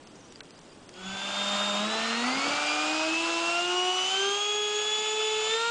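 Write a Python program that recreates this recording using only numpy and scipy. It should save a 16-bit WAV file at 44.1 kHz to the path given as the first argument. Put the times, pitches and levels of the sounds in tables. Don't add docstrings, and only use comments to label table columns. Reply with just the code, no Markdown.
import sys
import numpy as np
from scipy import signal
from scipy.fft import rfft, irfft
from scipy.io import wavfile

SR = 44100
rng = np.random.default_rng(int(sys.argv[2]) if len(sys.argv) > 2 else 0)


def transcribe(signal):
    frames = np.atleast_2d(signal).T
    limited = np.clip(frames, -1, 1)
    pcm = np.round(limited * 32767).astype(np.int16)
    wavfile.write(sys.argv[1], SR, pcm)


def voltage_ratio(level):
    return 10 ** (np.asarray(level, float) / 20)


N = 251370

# pitch_hz, level_db
ROOM_COLOUR = [(20, -8.5), (60, -11.5), (150, -2.5), (300, 0.5), (430, -2.5), (560, -5.5), (1000, -9.5),
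               (2200, -17.5), (3300, -15.5), (4000, -20), (4800, -16.5), (5800, -21), (7500, -19.5),
               (10000, -28.5)]
ROOM_BEFORE_DB, ROOM_UNDER_FAN_DB = -50.5, -61
FADE_FROM_S, FADE_S = 0.91, 0.62

# start_s, peak_db, pitch_hz
TICKS = [(0.0726, -35, 4900), (0.156, -39, 5730), (0.3232, -32, 7000), (0.358, -35, 4800),
         (0.434, -39, 5720), (0.4544, -38, 4500), (0.507, -36, 4800), (0.578, -44, 5200),
         (0.59, -34.5, 5800), (0.8916, -31, 4700), (0.9398, -38, 4750), (0.9567, -67, 4780)]
# start_s, end_s, pitch_hz, level_db
LENS_BLIPS = [(.155, .17, 5755, -60), (.205, .23, 5755, -62), (.24, .265, 5755, -62), (.3, .325, 5755, -62),
              (.19, .215, 6234, -64), (.24, .31, 6234, -69), (.35, .37, 4791, -60), (.435, .45, 5755, -62),
              (.555, .58, 4791, -63), (.612, .635, 5755, -60), (.69, .735, 4791, -64),
              (.89, .905, 4791, -59), (.955, .975, 4791, -62), (.61, .65, 8624, -74), (.72, .76, 8624, -73)]
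# start_s, peak_db
SNAP = [
    (0.4052, -29),
]
# pitch_hz, level_db, time_to_fall_60_db_s
SNAP_MODES = [(5600, -2, 0.0041), (2420, -9, 0.0098), (1540, -8.5, 0.037)]

# time_s, speed_turns_per_s
THROTTLE = [(0.805, 176.8), (1.007, 205.6), (1.737, 204.4), (1.829, 239.6), (2.103, 236.9), (2.327, 318.6),
            (2.645, 306.0), (3.069, 334.4), (3.142, 353.3), (3.349, 336.0), (3.604, 372.4), (3.964, 375.9),
            (4.102, 410.2), (4.4, 432.7), (4.649, 417.1), (4.837, 435.1), (5.395, 433.8), (5.523, 491.2)]
ROTOR_LAG_S = 0.2555
MID_SPEED = 300

# pitch_hz, width_hz, level_db
TABLE = [(191.8, 4.6, 6), (212.8, 8, 0.3), (243, 24, -8.5), (250.7, 18, 2.5), (268.5, 12, -4.5),
         (284.3, 5.7, -2.7), (310.4, 13.6, -1), (322.5, 8.1, -0.2), (333.3, 9.3, -2.5), (358, 19, 0.7),
         (395.3, 9.7, 6), (417.7, 11, -0.6), (432.6, 5.4, 1), (446, 8.8, 2)]
STAND = [(354.6, 11.5, 12), (444.4, 9.6, -12), (460, 10, -8), (477, 9.9, -8), (480, 9.9, -16.5),
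         (637.6, 7.5, 4.5), (697, 6.2, 7.5), (731.6, 26.8, 5.5), (766, 10, 4), (807.5, 45.4, 2),
         (866.8, 29, -2.6), (931, 44, 8), (1094.2, 51.7, -17), (1200.0, 20, 11)]
SHELL = [(539, 13, 10.0), (630.1, 24.5, 3.5), (666, 14, -5), (750, 120, -1.5), (883, 25, -6), (947, 12, -1),
         (1011, 30, -1), (1090.6, 47.0, -0.4), (1206, 59, 0.5), (1332, 110, -14), (1392, 43, 5.6),
         (1562, 41, 5), (1687, 33.8, -4.5), (1779, 46.9, 3.5)]
INTAKE = [(860, 290, 7), (1025, 18, 6), (1200, 24.5, -1), (1280, 61, -12), (1449.3, 89, 1.1),
          (1674.9, 25, -20.5), (1823, 27, -22.5), (2223, 52, -9.5), (2515, 41, -3), (2594, 46, 1.2),
          (2778, 40, -3), (3080, 220, -1), (3500, 310, -0.5), (4050, 210, 10.0)]
BLADE_ROW = [(1570, 66, -3.5), (1990, 89, -16.5), (2120, 69, -11), (2240, 96, -9.5), (2470, 220, -5.5),
             (2625, 69, -2.5), (2773, 108, 1), (2907, 91, -2), (3017, 137, 3.5), (3158, 200, -1.5),
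             (3308, 85, -0.5), (3403, 60, -2.5), (3540, 75, 2), (3805, 120, -10)]
NOZZLE = [(3220, 140, -2), (3540, 150, -2), (3810, 110, 4.5), (4530, 220, 7), (4780, 100, 1),
          (4946, 210, 2), (5530, 150, 0), (5940, 210, 2.5), (6390, 350, 7.5), (6640, 240, 2.5),
          (6814, 170, 2), (6970, 260, -9)]
STATOR = [(5420, 220, -2.5), (6000, 180, -5), (7200, 200, -11.5), (8150, 200, 0), (8780, 220, -4.5),
          (8920, 150, -5.5), (9550, 100, -9.5)]
MOTOR_CAN = [(3350, 150, -11.5), (3650, 240, 0.5), (4050, 510, -3.5), (4500, 150, -5.5), (4670, 220, -3),
             (5600, 200, -10), (6400, 220, -11), (6860, 180, 0)]
WINDINGS = [(6880, 400, 5.2), (7280, 190, 0.5)]
FEET = [(323, 9.5, -10.5), (456, 15, -14.5), (505, 29, -17)]
MOUNT = [(762, 27, -0.5), (806, 21, -11), (893, 18, -6.5)]
# level_db (at mid speed), slope_db_per_octave
STRENGTH = [(-36, 1.6), (-39, -6), (-39, 2.5), (-41, -1.5), (-42.5, 11.5), (-46, 6), (-48, 9),
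            (-48.5, -6.7), (-35.5, -0.5), (-48, -0.8), (-51, -12), (-41.5, -9), (-66, -23.5)]

SWITCH_HZ = 7577
# peak_s, rise_s, fall_s, level_db
WHINE_SWELLS = [
    (1.45, .25, .4, -51),
    (1.9, 0.13, 0.19, -66),
    (2.9, .15, 0.18, -47.5),
    (3.55, 0.16, 1.7, -51),
    (5.7, 0.18, .2, -55),
]

# pitch_hz, width_hz, level_db
RUMBLE = [(213, 120, 2.5), (330, 153, -4), (474, 210, 2.5)]
DUCT = [(754, 270, -1.5), (1100, 260, -15), (1283, 268, 1), (2125, 470, -7)]
WAKE = [(2340, 480, -8.5), (2750, 470, 4.5), (3390, 710, -1.5), (3870, 1500, -4.5)]
JET = [(4900, 680, -2.5), (6150, 900, -9.5), (6720, 1040, -5), (7300, 850, -11), (9000, 400, -15.5)]
# time_s, level_db
FLOW = [(.9, -33.5), (1.5, -35.5), (1.7, -36.5), (1.85, -37), (2.0, -35.5), (2.3, -36.5), (2.5, -34),
        (2.7, -34), (3.1, -35.5), (3.3, -34.5), (3.9, -37.5), (4.1, -35), (4.25, -36), (4.6, -39.5),
        (5.0, -37), (5.2, -37.5), (5.55, -35.5), (5.7, -38.5)]
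# time_s, level_db
PUFFS = [
    (1.1, -55),
    (1.3, -71),
    (1.45, -82),
    (1.6, -73),
    (2.27, -77),
    (3.0, -71),
    (5.43, -65),
    (5.7, -70),
]

# start_s, length_s, lowest_hz
TREBLE_GAPS = [
    (.043, .024, 4600),
    (.083, .023, 5000),
    (.295, .024, 6500),
    (.396, .008, 2900),
    (.412, .021, 2700),
    (.514, .03, 5000),
    (.562, .01, 5500),
    (.597, .014, 4600),
    (.866, .021, 4600),
]


def rms_one(x):
    return x / np.sqrt(np.mean(x ** 2) + 1e-20)


def in_time(rows):
    s, *columns = np.transpose(rows)
    return [np.interp(np.arange(N) / SR, s, column) for column in columns]


def bump(x, width):
    return np.exp(-(x / width) ** 2)


def drift(rate):
    r = np.exp(-80 * np.pi * rate / SR)
    noise = rng.standard_normal(N // 40 + 2002)
    slow = signal.lfilter([1], [1, -2 * r, r * r], noise)[2000:]
    return np.interp(np.arange(N) / 40, np.arange(len(slow)), rms_one(slow))


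def resonate(x, hz, width):
    r = np.exp(-np.pi * width / SR)
    feedback = [1, -2 * r * np.cos(2 * np.pi * hz / SR), r * r]
    return signal.lfilter([(1 - r * r) / 2, 0, (r * r - 1) / 2], feedback, x)


def ring(clicks, hz, t60):
    r, w = voltage_ratio(-60 / (t60 * SR)), 2 * np.pi * hz / SR
    return signal.lfilter([0, np.sin(w)], [1, -2 * r * np.cos(w), r * r], clicks + 1e-18)


def body_db(modes, hz):
    slow = hz[::64]
    gain = sum(voltage_ratio(db) / (1 + 2j * (slow - mode_hz) / width) for mode_hz, width, db in modes)
    gain_db = 20 * np.log10(np.abs(gain) + 1e-9)
    return np.interp(np.arange(N) / 64, np.arange(len(slow)), gain_db)


def tone(cycles, level_db, flutter_db, wobble):
    phase = 2 * np.pi * (cycles + rng.random()) + wobble * drift(17)
    flutter = flutter_db * (drift(22.3) + 0.59 * drift(60))
    return np.sqrt(2) * voltage_ratio(level_db + flutter) * np.sin(phase)


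def room_tone(fade):
    hz = np.fft.rfftfreq(N, 1 / SR) + 1
    points_hz, points_db = np.transpose(ROOM_COLOUR)
    colour = voltage_ratio(np.interp(np.log(hz), np.log(points_hz), points_db))
    noise = rms_one(irfft(rfft(rng.standard_normal(N)) * colour, N))
    gain = np.hypot((1 - fade) * voltage_ratio(ROOM_BEFORE_DB), fade * voltage_ratio(ROOM_UNDER_FAN_DB))
    return gain * voltage_ratio(0.2 * drift(15)) * noise


def struck(s, db, length_s):
    burst, at = np.zeros(N), round(s * SR)
    fall = np.exp(-np.arange(400) / (length_s * SR))
    burst[at:at + 400] = voltage_ratio(db) * fall * rng.standard_normal(400) / np.sqrt(np.sum(fall ** 2))
    return burst


def camera_ticks():
    out = 0
    for s, db, hz in TICKS:
        hit = struck(s, db, length_s=0.0014)
        out = out + 0.48 * ring(hit, hz, t60=0.0048)
        out = out + ring(hit, 5400, t60=0.002) + 0.18 * ring(hit, 3400, t60=0.0016)
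    return out


def lens_drive():
    out, t = 0, np.arange(N) / SR
    for start, end, hz, db in LENS_BLIPS:
        shape = np.clip(np.minimum(t - start, end - t) / 0.0038, 0, 1)
        out = out + voltage_ratio(db + 5) * shape * np.sin(2 * np.pi * hz * t)
    return out


def snap():
    (s, db), = SNAP
    start_hz, end_hz, fall_s = 4600, 1600, 0.00354
    t = np.maximum(np.arange(N) / SR - s, 0)
    hz = end_hz + (start_hz - end_hz) * bump(t, fall_s)
    shape = np.minimum(t / 0.00069, 1) * bump(t, 0.0049)
    chirp = voltage_ratio(db - 4.5) * shape * np.sin(2 * np.pi * np.cumsum(hz) / SR)
    hit = struck(s, db - 0.5, length_s=0.00076)
    return chirp + sum(voltage_ratio(mode_db) * ring(hit, mode_hz, t60) for mode_hz, mode_db, t60 in SNAP_MODES)


def shaft():
    asked, r = in_time(THROTTLE)[0], np.exp(-1 / (ROTOR_LAG_S * SR))
    return signal.lfilter([1 - r], [1, -r], asked - asked[0]) + asked[0]


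def orders_in():
    return [(TABLE, [1]), (STAND, [2]), (SHELL, [3, 4]), (INTAKE, [5, 6, 7, 9]), (BLADE_ROW, [8]),
            (NOZZLE, [16]), (STATOR, [24]), (MOTOR_CAN, [18]), (WINDINGS, [36])]


def rotor_tones(speed):
    turns, octaves, out = np.cumsum(speed) / SR, np.log2(speed / MID_SPEED), 0
    pairs = [(body, order) for body, orders in orders_in() for order in orders]
    for (body, order), (db, slope_db) in zip(pairs, STRENGTH):
        level_db = db + slope_db * octaves + body_db(body, order * speed)
        rough = np.sqrt(order)
        out = out + tone(order * turns, level_db, flutter_db=0.68 + 0.3 * rough, wobble=0.084 * rough)
    for order, db, body in ((1.5, -36, FEET), (2.5, -37.5, MOUNT)):
        level_db = db + body_db(body, order * speed)
        out = out + tone(order * turns, level_db, flutter_db=1.5, wobble=0.4)
    return out


def controller(speed):
    t, turns = np.arange(N) / SR, np.cumsum(speed) / SR
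    swell = sum(voltage_ratio(db) * bump(t - s, np.where(t < s, rise, fall)) for s, rise, fall, db in WHINE_SWELLS)
    out = swell * tone(SWITCH_HZ * t, 0, flutter_db=1.5, wobble=0.1)
    # order, pitch_hz, width_hz, level_db
    for order, hz, width, db in ((6, 9080, 71, -55), (12, 9970, 130, -61)):
        gain = voltage_ratio(db) * bump(SWITCH_HZ + order * speed - hz, width)
        out = out + gain * tone(SWITCH_HZ * t + order * turns, 0, flutter_db=1.5, wobble=0.1)
    return out


def rush(modes, level_db, turns, gust_db, beat):
    out = 0
    for hz, width, db in modes:
        band = resonate(resonate(rng.standard_normal(N), hz, 1.72 * width), hz, 1.72 * width)
        gust = gust_db * (drift(12) + 0.81 * drift(110))
        out = out + voltage_ratio(db + gust) * band
    return voltage_ratio(level_db) * rms_one(out) * (1 + beat * np.sin(2 * np.pi * turns))


def air(speed):
    turns, flow_db = np.cumsum(speed) / SR, in_time(FLOW)[0]
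    octaves = np.log2(speed / MID_SPEED)
    effort = ROTOR_LAG_S * SR * np.gradient(speed) / speed

    def strength(db, slope_db, effort_db):
        return flow_db + db + slope_db * octaves + effort_db * effort

    rumble_stall = 7.4 * bump(np.log2(speed / 279), 0.11)
    duct_stall = 6.94 * bump(np.log2(speed / 258), 0.43)
    rumble = rush(RUMBLE, strength(-18, -6, 29) + rumble_stall, turns, gust_db=3.1, beat=0.12)
    duct = rush(DUCT, strength(-5.5, -3.5, 8.2) + duct_stall, turns, gust_db=1.58, beat=0.14)
    wake = rush(WAKE, strength(0.1, 0.1, 0.1), turns, gust_db=0.7, beat=0.1)
    jet = rush(JET, strength(-5.5, 0.66, 0.1), turns, gust_db=0.4, beat=0.13)
    return rumble + duct + wake + jet


def port_wind(fade):
    calm_db, puff_s = -74, 0.074
    band = signal.butter(2, [22, 140], "band", fs=SR, output="sos")
    low = signal.sosfilt(band, rng.standard_normal(N))
    puffs = sum(voltage_ratio(db) * bump(np.arange(N) / SR - s, puff_s) for s, db in PUFFS)
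    return (fade * voltage_ratio(calm_db) + puffs) * voltage_ratio(2.5 * drift(12)) * rms_one(low)


def scene():
    speed, fade = shaft(), np.clip((np.arange(N) / SR - FADE_FROM_S) / FADE_S, 0, 1)
    room = room_tone(fade)
    camera = camera_ticks() + lens_drive() + snap()
    fan = fade * (rotor_tones(speed) + controller(speed) + air(speed))
    return np.tile(room + camera + fan + port_wind(fade), (2, 1))


def flicker(x, share=0.025, quiet_share=0.07, from_hz=3900):
    hz, t, cells = signal.stft(x[0], SR, nperseg=512)
    patch_s = np.r_[t, t[-1]][::2]
    chance = np.where(patch_s < FADE_FROM_S, quiet_share, share)
    patches = rng.random((len(hz) // 4 + 1, len(chance))) < chance
    lost = np.kron(patches, np.ones((4, 2)))[:len(hz), :len(t)] * (hz > from_hz)[:, None]
    return np.tile(signal.istft(cells * (1 - lost), SR, nperseg=512)[1][:N], (2, 1))


def slits(x, share=0.11, from_hz=4400):
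    hz, t, cells = signal.stft(x[0, :SR], SR, nperseg=128)
    strips = rng.random((len(hz) // 2 + 1, len(t) // 3 + 1)) < share
    lost = np.kron(strips, np.ones((2, 3)))[:len(hz), :len(t)]
    lost = lost * (hz > from_hz)[:, None] * (t < FADE_FROM_S)
    opening = signal.istft(cells * (1 - lost), SR, nperseg=128)[1][:SR]
    return np.tile(np.r_[opening, x[0, SR:]], (2, 1))


def treble_gaps(x, kept=0.02):
    out, hz, t = x.copy(), np.fft.rfftfreq(SR, 1 / SR), np.arange(SR) / SR
    for start, length, low_hz in TREBLE_GAPS:
        spared = (hz > 5950) & (hz < 6450) & (length > 0.0205) & (low_hz > 4000)
        band = irfft(rfft(out[:, :SR]) * ((hz > low_hz) & (hz < 7400) & ~spared), SR)
        shape = np.clip(np.minimum(t - start, start + length - t) / 0.002, 0, 1)
        out[:, :SR] -= (1 - kept) * shape * band
    return out


def top_cut(x):
    return signal.sosfilt(signal.butter(12, 10390, fs=SR, output="sos"), x)


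def record(dry):
    low_pass = signal.ellip(12, 0.5, 75, 10050, fs=SR, output="sos")
    narrow = signal.sosfilt(low_pass, dry)
    thinned = treble_gaps(slits(flicker(narrow)))
    return top_cut(thinned)


dry = scene()
out = record(dry)
transcribe(out)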